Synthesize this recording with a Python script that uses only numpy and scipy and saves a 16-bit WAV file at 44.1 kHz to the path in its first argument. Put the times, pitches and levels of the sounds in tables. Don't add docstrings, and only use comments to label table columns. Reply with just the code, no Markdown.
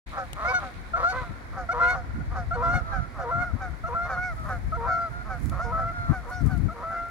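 import sys
import numpy as np
from scipy import signal
from scipy.fft import rfft, irfft, next_fast_len
from scipy.io import wavfile
from scipy.ndimage import map_coordinates

SR = 44100
rng = np.random.default_rng(int(sys.argv[2]) if len(sys.argv) > 2 else 0)


def put_to_file(sound):
    columns = np.atleast_2d(sound).T
    safe = np.clip(columns, -1, 1)
    whole_steps = np.round(safe * 32767)
    wavfile.write(sys.argv[1], SR, whole_steps.astype(np.int16))


N = 313110

# (time [s], bearing [+ right])
FLOCK_PATH = [(.15, 1), (1.3, 0.19), (2.7, .45), (3.5, -0.24), (7, -0.37)]


def leader():
    # (time [s], bearing [+ right])
    path = [(.55, 1.3), (1.1, 1.16), (1.85, 0.57), (3.4, 0.64), (7, 0.21)]
    notes = [ (.535, .55, .598, 735, 731, 702, -34.5, -25, -25.5, -50.5, 4, -41),
             (1.033, 1.105, 1.135, 680.4, 757, 707, -32.5, -22.5, -34, -49.5, -8, -35.5),
             (1.8, 1.905, 1.953, 690, 730.4, 700, -33, -20, -25, -48.5, -0.5, -37),
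             (2.625, 2.755, 2.805, 677, 723.6, 678, -33, -25, -29.5, -50.5, -4.5, -41),
             (3.31, 3.42, 3.455, 681, 717.4, 654, -35, -27.5, -32, -59, 4.5, -44),
             (3.945, 4.05, 4.082, 679.5, 704, 700, -37.5, -26.5, -35, -61, 6.5, -44.5),
             (4.87, 5.025, 5.09, 672.4, 685.3, 637, -37, -26, -29.5, -64.5, 6, -46),
             (5.72, 5.89, 5.925, 653, 686, 646, -39, -28, -33, -68.5, 3.5, -48.5),
             (6.83, 6.975, 7.11, 659, 687, 688, -40.5, -34, -32, -65.5, 5, -44.5)]
    voice = yelps(path) + low_notes(path)
    voice += honks(notes, path, bend=1.9, jitter=.006, shimmer_db=.96, bright_db=-.5, air_db=10.5)
    voice += rasps(notes, path, lead_s=.07, overlap_s=.024, swell_db=2)
    return voice * amp([[.84], [-.84]])


def follower():
    notes = [ (.447, .5, .545, 670.6, 757, 750, -33, -25, -30.5, -60, 11, -36.5),
             (3.42, 3.455, 3.52, 709, 721, 620, -42.5, -18.5, -35, -76, 5, -47),
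             (4.17, 4.25, 4.335, 711, 737, 622, -37.5, -26.5, -31, -67, 11, -45.5),
             (4.89, 4.93, 5.0, 736, 722, 712, -37, -34, -32, -66, 9.5, -46),
             (5.595, 5.635, 5.71, 646, 724, 702, -37, -23.5, -36.5, -63.5, -3, -41.5),
             (6.31, 6.345, 6.43, 725, 732.5, 674, -39.5, -33, -37, -63.5, -3.5, -47.5)]
    # (frequency [Hz], gain [dB])
    ring = [(2300, -1), (2900, -4.5), (3600, -1), (4400, -0.5), (5100, 15), (5800, 8), (6600, 5.5),
            (8000, 2.5)]
    voice = honks(notes, FLOCK_PATH, bend=.89, jitter=.0045, shimmer_db=.7, bright_db=2.5, air_db=6)
    return coloured(voice, ring) + rasps(notes, FLOCK_PATH, lead_s=.082, overlap_s=.024, swell_db=11)


def brassy_goose():
    notes = [ (1.125, 1.167, 1.24, 479, 513.3, 479, -40.5, -39, -34.5, -58.5, 2, -38.5),
             (1.812, 1.84, 1.93, 488, 502, 505, -38, -31, -31.5, -55, 0, -52),
             (2.64, 2.65, 2.71, 511, 499, 494, -44, -31, -33.5, -61.5, 0, -51)]
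    voice = honks(notes, FLOCK_PATH, bend=.8, jitter=.005, shimmer_db=.2, bright_db=1, air_db=11.5,
                  harmonics=8)
    return voice + rasps(notes, FLOCK_PATH, lead_s=.004, overlap_s=.047, swell_db=1.5)


def honks(notes, path, bend, jitter, shimmer_db, bright_db, air_db, harmonics=16):
    # (frequency [Hz], density [dB])
    air_colour = [(1500, -21), (3300, 0.5), (4300, 0), (6000, 6), (8000, -4), (11000, -8.5), (15000, -18)]
    attack_s, attack_db, strain_db = .014, 6.5, 7
    peak_s, peak_db, fade_db, treble_fade_db = .033, 3.5, 10.5, 11
    out, air = np.zeros((2, N)), noise(air_colour)
    for start, crest, end, start_hz, crest_hz, end_hz, *levels in notes:
        first_db, open_db, crest_db, treble_db, third_db, _ = levels
        t, gate = note_span(start, end, edge_s=.009)
        strain, droop = progress(t, start, crest) ** bend, progress(t, crest, end) ** 2
        pitch_hz = start_hz + (crest_hz - start_hz) * strain + (end_hz - crest_hz) * droop
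        octave_db = open_db + (crest_db - open_db) * strain - fade_db * droop
        octave_db -= attack_db * (1 - progress(t, start, start + attack_s))
        high_db = treble_db + bright_db - strain_db * (1 - strain) - treble_fade_db * droop
        high_db += peak_db * (swell(t, crest, peak_s) - .5)
        voice = syrinx(t, pitch_hz, first_db - fade_db * droop, octave_db, high_db,
                       curves(path, t)[0], jitter, shimmer_db, harmonics, third_db)
        breath = amp(1.3 * high_db + air_db) * air[:, np.round(t * SR).astype(int)]
        add(out, t, gate * (voice.real + breath))
    return out


def yelps(path, depth=.042, dip_db=4.5, bright_db=5.5):
    # (time [s], length [s], pitch [Hz], fundamental [dB], octave [dB], treble [dB])
    notes = [(0.936, 0.048, 698, -36, -25, -63), (1.69, 0.044, 708, -34.5, -24.5, -51.5),
             (2.51, 0.055, 708, -36, -27.5, -57.5), (3.189, 0.049, 698, -37.5, -36, -66),
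             (3.838, 0.052, 684, -39.5, -31, -63), (4.723, .048, 671, -39.5, -27.5, -66.5),
             (5.518, 0.045, 685, -46, -37.5, -67), (6.686, 0.049, 674, -44.5, -34.5, -71)]
    out = np.zeros((2, N))
    for start, length, hz, first_db, octave_db, treble_db in notes:
        t, gate = note_span(start, start + length)
        swing = -np.sin(2 * np.pi * progress(t, start, start + length))
        voice = syrinx(t, hz * (1 + depth * swing), first_db, octave_db - dip_db * (1 + swing),
                       treble_db - bright_db * (1 - swing), curves(path, t)[0],
                       jitter=.01, shimmer_db=.5)
        add(out, t, gate * voice.real)
    return out


def low_notes(path, rise=.05, swell_db=12, slide_depth=.089, slide_s=.008):
    # (time [s], length [s], pitch [Hz], fundamental [dB], final octave [dB])
    notes = [(.48, 0.048, 488.4, -36.5, -27.5), (.975, 0.065, 483, -41, -36), (1.733, 0.071, 476, -36, -26),
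             (2.557, 0.075, 471.5, -34, -27), (3.24, 0.07, 466, -37.5, -29), (3.886, 0.058, 469, -40, -29),
             (4.772, .1, 459, -40, -27.5), (5.645, 0.082, 461.3, -42, -32.5),
             (6.26, 0.044, 466, -46.5, -37), (6.741, 0.091, 464, -48, -39)]
    out = np.zeros((2, N))
    for start, length, hz, first_db, end_db in notes:
        t, gate = note_span(start, start + length, edge_s=.024)
        push = progress(t, start, start + length) ** 1.4
        slide = np.exp(-np.abs(t - start) / slide_s) + np.exp(-np.abs(t - start - length) / slide_s)
        pitch_hz = hz * (1 + rise * push ** 2 + slide_depth * slide)
        octave_db = end_db - swell_db * (1 - push)
        voice = syrinx(t, pitch_hz, first_db, octave_db, octave_db - 36, curves(path, t)[0],
                       jitter=.004, shimmer_db=.5, harmonics=8)
        add(out, t, gate * voice.real)
    return out


def clucks(flap_ratio=.29, hiss_db=-24, sideband_db=6):
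    # (time [s], pitch [Hz], fundamental [dB], octave [dB], sideband depth [ratio], opening rasp [dB])
    notes = [(.175, 800, -35.5, -43, 1.04, -40.5), (.63, 796, -39.5, -47, 0.71, -42.5),
             (1.23, 730, -48.5, -45.5, 0.3, -46), (1.575, 774.6, -36, -41.5, 0.75, -45),
             (1.948, 781, -36.5, -45, 0.73, -39.5), (2.362, 768, -35, -40.5, 0.6, -42),
             (2.74, 790, -38.5, -41.5, 0.91, -42.5), (2.93, 800, -37, -35, 0.46, -46),
             (3.195, 779.4, -38.5, -46.5, 1.4, -43.5), (3.615, 778, -37, -38, 0.44, -49),
             (4.1, 780, -34.5, -34, 0.68, -39), (4.498, 770, -36.5, -37, .65, -40),
             (4.87, 782.5, -40.5, -40.5, .67, -43.5), (5.3, 775, -38, -39, 0.6, -45),
             (5.785, 777, -40.5, -43.5, 0.77, -43), (6.13, 781, -39, -37.5, .15, -42.5),
             (6.503, 763, -42.5, -40.5, 0.17, -48.5), (6.915, 769, -45.5, -42, 0.63, -59)]
    # (offset [s], pitch [ratio], level [dB])
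    shape = [(-.012, 1.015, -11), (.006, .995, 0), (.035, .95, 0), (.062, .912, -5), (.085, .88, -16)]
    # (frequency [Hz], gain [dB])
    sideband_colour = [(330, -18.5), (540, -12), (1000, -37.5), (1250, -5), (1700, 13.5), (2100, -19.5)]
    hiss_colour = [(2800, -19), (4200, -9.5), (5000, -3), (6000, -4.5), (7000, -7.5), (8500, -28)]
    out = np.zeros((2, N))
    for start, hz, first_db, octave_db, depth, _ in notes:
        course = np.array(shape) + [start, 0, 0]
        t, gate = note_span(course[0, 0], course[-1, 0])
        ratio, db = curves(course, t)
        pitch_hz = hz * ratio
        flap_hz = flap_ratio * pitch_hz * (1 + .046 * wobble(t, 300))
        flap = np.exp(-2j * np.pi * np.cumsum(flap_hz) / SR)
        voice = syrinx(t, pitch_hz, first_db + db, octave_db + db, octave_db + db - 28,
                       curves(FLOCK_PATH, t)[0], jitter=.008, shimmer_db=1.14)
        modulation = flap + .18 * amp(-150 * (t - t[0])) * flap ** 2 + .048 / flap
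        sidebands = amp(sideband_db) * depth * coloured((voice * modulation).real, sideband_colour)
        air = (1 + flap.real) * rng.standard_normal((2, len(t)))
        hiss = amp(first_db + hiss_db + 2 * db) * unit(coloured(air, hiss_colour))
        add(out, t, gate * (voice.real + sidebands + hiss))
    return out + rasps(notes, FLOCK_PATH, lead_s=.052, overlap_s=.02, swell_db=9)


def rasps(calls, path, lead_s, overlap_s, swell_db, rate_hz=200, breath=.15, gain_db=2.5):
    # (frequency [Hz], gain [dB])
    colour = [(300, -31.5), (520, 3), (720, 5), (860, -3.5), (1080, 8.5), (1300, 10.5), (1550, -6),
              (1850, -3.5), (2200, -18.5), (2800, -25), (4200, -28.5), (6300, -32.5), (8000, -45),
              (14000, -48)]
    out = np.zeros((2, N))
    age = np.arange(SR // 100) / SR
    ring = sum(np.sin(2 * np.pi * hz * age) * np.exp(-age / .003) for hz in (700, 1100, 1330))

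    def throat(hz):
        phase = np.angle(signal.freqz(ring, worN=hz, fs=SR)[1])
        return amp(along(colour, hz)) * np.exp(1j * phase)

    for start, *_, db in calls:
        t, gate = note_span(start - lead_s, start + overlap_s, edge_s=.028)
        cycles = np.cumsum(rate_hz * (1 + .1 * rng.standard_normal() + .06 * wobble(t, 150))) / SR
        slaps = np.diff(np.floor(cycles), prepend=0) * amp(1.3 * wobble(t, 200))
        puffs = rng.standard_normal(len(t)) * np.exp(-3 * (cycles % 1))
        voice = unit(filtered(unit(slaps) + breath * unit(puffs), throat))
        bearing = curves(path, t[0])[0]
        level_db = db + gain_db + swell_db * (progress(t, t[0], t[-1]) - .5)
        add(out, t, filtered(voice * gate * amp(level_db), lambda hz: ports(hz, bearing)))
    return out


def syrinx(t, pitch_hz, first_db, octave_db, treble_db, bearing, jitter, shimmer_db,
           harmonics=16, third_db=0):
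    # (frequency [Hz], gain re treble [dB])
    throat = [(1450, 18), (2200, 8.5), (2600, -1.5), (3100, -12), (3700, -8), (4400, -3.5), (5100, -17),
              (5800, -9), (6600, -13.5), (7400, -22.5), (8100, -18), (9000, -27), (11500, -28.5),
              (15000, -41.5)]
    phase = 2 * np.pi * np.cumsum(pitch_hz * (1 + jitter * wobble(t, 417.4))) / SR
    slip = .1 * wobble(t, 600)
    voice = np.zeros((2, len(t)), complex)
    for k in range(1, harmonics + 1):
        fading_db = 3 * wobble(t, 45) + 3 * rng.standard_normal((2, 1))
        overtone_db = treble_db + along(throat, k * pitch_hz) + fading_db + third_db * (k == 3)
        db = first_db if k == 1 else octave_db if k == 2 else overtone_db
        angle = k * phase + max(k - 2, 0) * slip + rng.uniform(0, 2 * np.pi)
        voice += amp(db) * np.exp(1j * angle) * ports(k * pitch_hz, bearing)
    return np.sqrt(2) * voice * amp(shimmer_db * wobble(t, 497.2))


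def ports(hz, bearing):
    # (frequency [Hz], quadrature side share per unit bearing [ratio])
    spread = [(500, 0.16), (720, 0.2), (1000, 0.6), (1400, 1.04), (2200, .7), (4000, 1.6), (9000, 1.1)]
    # (frequency [Hz], in-phase side share [ratio])
    lean = [(700, -0.056), (1000, 0.079), (1400, 0.029), (2200, -0.53), (2900, -0.34), (3700, 0.64),
            (4500, 0.43), (6000, -.1), (8000, -0.27)]
    side = along(lean, hz) - 1j * bearing * along(spread, hz)
    return np.array([1 + side, 1 - side])


def far_calls(arch_db=2.5):
    # (time [s], length [s], start pitch [Hz], end pitch [Hz], level [dB])
    notes = [(2.805, .26, 654, 684, -45.5), (4.369, 0.096, 649, 632, -46.5), (5.111, .12, 702, 705, -47),
             (5.918, 0.2, 716, 674, -43)]
    out = np.zeros((2, N))
    for start, length, start_hz, end_hz, peak_db in notes:
        t, gate = note_span(start, start + length, edge_s=.02)
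        u = progress(t, start, start + length)
        db = peak_db - arch_db * (2 * u - 1) ** 2 + 1.6 * wobble(t, 40)
        pitch_hz = start_hz + (end_hz - start_hz) * u
        voice = syrinx(t, pitch_hz, db - 4.5, db, db - 30.5, bearing=-2, jitter=.014, shimmer_db=2)
        add(out, t, gate * voice.real)
    return out


def far_bank(x, t, delay_s=.26, echo_db=-32, tail_db=-25):
    # (frequency [Hz], t60 [s])
    decay = [(300, 0.9), (1400, 0.46), (4000, 0.14), (10000, 0.023)]
    hz, age, spectrum = signal.stft(rng.standard_normal((2, SR)), SR, nperseg=256)
    tail = signal.istft(spectrum * amp(-60 * age / along(decay, hz)[:, None]), SR, nperseg=256)[1]
    wet = signal.fftconvolve(x, tail / np.linalg.norm(tail[0]), axes=1)[:, :N]
    wet *= .75 + .7 * np.array([wobble(t, 90), wobble(t, 90)])
    echo = np.pad(wet, ((0, 0), (int(delay_s * SR), 0)))[:, :N]
    return amp(tail_db) * wet + amp(echo_db) * echo


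def wind(t, gain_db=-1, lumpy_db=3):
    # (time [s], left level [dB], right level [dB])
    breeze = [(.1, -36.5, -40), (1.1, -35.5, -41.5), (1.7, -38.5, -34.5), (2.45, -29.5, -33.5),
              (3, -44.5, -27.5), (3.6, -31.5, -41), (4.15, -37.5, -32.5), (4.6, -27, -35), (5.3, -44, -30),
              (5.8, -33.5, -26.5), (6.3, -34, -41), (6.85, -55, -38)]
    # (time [s], width [s], level [dB], left minus right [dB])
    gusts = [(1.228, 0.019, -27.5, 22), (1.306, .02, -28.5, 16), (2.184, 0.073, -24.5, -11),
             (2.697, 0.06, -23.5, -14), (2.761, .028, -18, 25), (3.384, 0.078, -26, 18),
             (3.547, 0.019, -17.5, 31), (3.847, 0.013, -27.5, -12), (5.466, .11, -24.5, -25),
             (6.112, .025, -11, 26.5), (6.448, 0.054, -13, 30), (6.586, 0.13, -19, 31),
             (6.663, .03, -20.5, 34)]
    # (frequency [Hz], density [dB])
    buffet_colour = [(18, -48), (30, -19), (42, 5), (62, 3.5), (100, -1), (150, -7), (250, -19),
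                     (450, -39.5), (1000, -75)]
    gust_colour = [(25, -24.5), (45, -0.5), (72, 3), (140, 0), (195, -8.5), (270, -10), (400, -28),
                   (900, -49.5), (3000, -69.5)]
    lumps = amp(lumpy_db * np.array([wobble(t, 22), wobble(t, 22)]))
    buffet = amp(np.array(curves(breeze, t)) + gain_db) * unit(lumps * noise(buffet_colour))
    gust_gain = sum(amp(db + np.minimum([[pan_db], [-pan_db]], 0)) * swell(t, at, width)
                    for at, width, db, pan_db in gusts)
    return buffet + gust_gain * noise(gust_colour)


def hush(t, level_db=-49):
    # (frequency [Hz], density [dB])
    colour = [(150, -9.5), (250, 1.5), (450, -7.5), (700, -7.5), (1400, -9), (2150, -9), (2750, -25.5),
              (4200, -24), (6000, -30.5), (9000, -38.5), (11000, -35), (13000, -51.5), (15800, -54.5)]
    # (frequency [Hz], left-right correlation [ratio])
    likeness = [(250, 1), (700, 0.0024), (1400, 0), (3000, 0.053), (10000, 0)]
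    side_gain = lambda hz: np.tan(np.arccos(along(likeness, hz)) / 2)
    mid, side = noise(colour)
    side = filtered(side, side_gain)
    return amp(level_db + .21 * wobble(t, 1.96)) * np.array([mid + side, mid - side])


def rustle(t, gain_db=1, grain_db=3):
    # (time [s], level [dB])
    floor = [(.1, -67), (2.2, -73.5), (4.4, -68), (7, -69)]
    # (time [s], width [s], level [dB])
    swells = [(4.432, 0.23, -65), (5.46, 0.12, -58.5), (6.147, 0.1, -66), (6.31, 0.041, -58.5),
              (6.48, 0.28, -65), (6.918, .08, -69)]
    # (frequency [Hz], density [dB])
    colour = [(2000, -27), (4000, -7.5), (7000, 0), (9000, -4), (10800, 3.5), (13200, -10.5), (15400, -5)]
    grain = amp(grain_db * wobble(t, 460))
    power = amp(curves(floor, t)[0]) ** 2
    power += sum((amp(db) * swell(t, at, width)) ** 2 for at, width, db in swells)
    return amp(gain_db) * np.sqrt(power) * unit(grain * noise(colour)) * amp([[1.3], [-1.3]])


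def splashes(t, drops_per_s=260):
    # (time [s], level [dB])
    envelope = [(.06, -56.5), (.13, -50.5), (.3, -58), (.5, -48), (.85, -59), (1.2, -52), (1.7, -95)]
    # (frequency [Hz], gain [dB])
    colour = [(500, -15.5), (1500, -16), (2200, 11), (2900, -2), (3900, 4), (5500, -12),
              (10000, -14.5), (15000, -41)]
    drops = (rng.random((2, N)) < drops_per_s / SR) * rng.standard_normal((2, N))
    spray = unit(coloured(unit(drops) + rng.standard_normal((2, N)), colour))
    return amp(curves(envelope, t)[0] + .85 * wobble(t, 3.6) + 1.7 * wobble(t, 28)) * spray


def ticks(t, t60_s=.014):
    # (time [s], crack [dB], body [dB])
    snaps = [(0.3318, -37.5, -32), (4.4925, -51, -48.5), (4.5308, -53, -52), (5.458, -42, -57),
             (5.497, -39.5, -41), (6.463, -44.5, -52), (6.4757, -46.5, -56), (6.577, -47, -52)]
    crack = noise([(1200, -29), (3000, 1), (10500, 10), (15000, -5)])
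    body = noise([(1500, -7.5), (3000, -3.5), (4200, -10.5), (7000, -18), (14000, -37)])
    out = np.zeros((2, N))
    for at, crack_db, body_db in snaps:
        decay = amp(-60 * np.abs(t - at) / t60_s) * (t >= at)
        out += decay * (amp(crack_db) * crack + amp(body_db) * body)
    return out * amp([[3], [-2]])


def amp(db):
    return 10 ** (np.asarray(db) / 20)


def unit(x):
    return x / np.sqrt(np.mean(x ** 2) + 1e-20)


def along(points, hz):
    f, v = np.transpose(points)
    return np.interp(np.log(hz + 1), np.log(f + 1), v)


def curves(rows, t):
    times, *columns = np.transpose(rows)
    return [np.interp(t, times, column) for column in columns]


def progress(t, start, end):
    return np.clip((t - start) / max(end - start, 1e-3), 0, 1)


def swell(t, centre_s, width_s):
    return np.exp(-2 * ((t - centre_s) / width_s) ** 2)


def wobble(t, knots_per_s):
    place = (t - t[0]) * knots_per_s
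    return map_coordinates(rng.standard_normal(int(place[-1]) + 4), [place])


def filtered(x, response):
    n = x.shape[-1]
    m = next_fast_len(n + SR // 5)
    return irfft(rfft(x, m) * response(np.fft.rfftfreq(m, 1 / SR)), m)[..., :n]


def coloured(x, colour):
    return filtered(x, lambda hz: amp(along(colour, hz)))


def noise(colour):
    return unit(coloured(rng.standard_normal((2, N)), colour))


def note_span(start, end, edge_s=.007):
    start, end = start - edge_s / 2, end + edge_s / 2
    t = np.arange(max(int(start * SR), 0), min(int(end * SR), N)) / SR
    ramp = np.clip(np.minimum(t - start, end - t) / edge_s, 0, 1)
    return t, np.sin(np.pi / 2 * ramp) ** 2


def add(out, t, sound):
    out[:, round(t[0] * SR):][:, :len(t)] += sound


def scene():
    t = np.arange(N) / SR
    geese = leader() + follower() + brassy_goose() + clucks() + far_calls()
    return geese + far_bank(geese, t) + wind(t) + hush(t) + rustle(t) + splashes(t) + ticks(t)


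def record(dry):
    open_s, fade_s, top_hz = .06, .012, 15850
    opening = progress(np.arange(N) / SR, open_s, open_s + fade_s)
    return filtered(dry * opening, lambda hz: hz < top_hz)


dry = scene()
out = record(dry)
put_to_file(out)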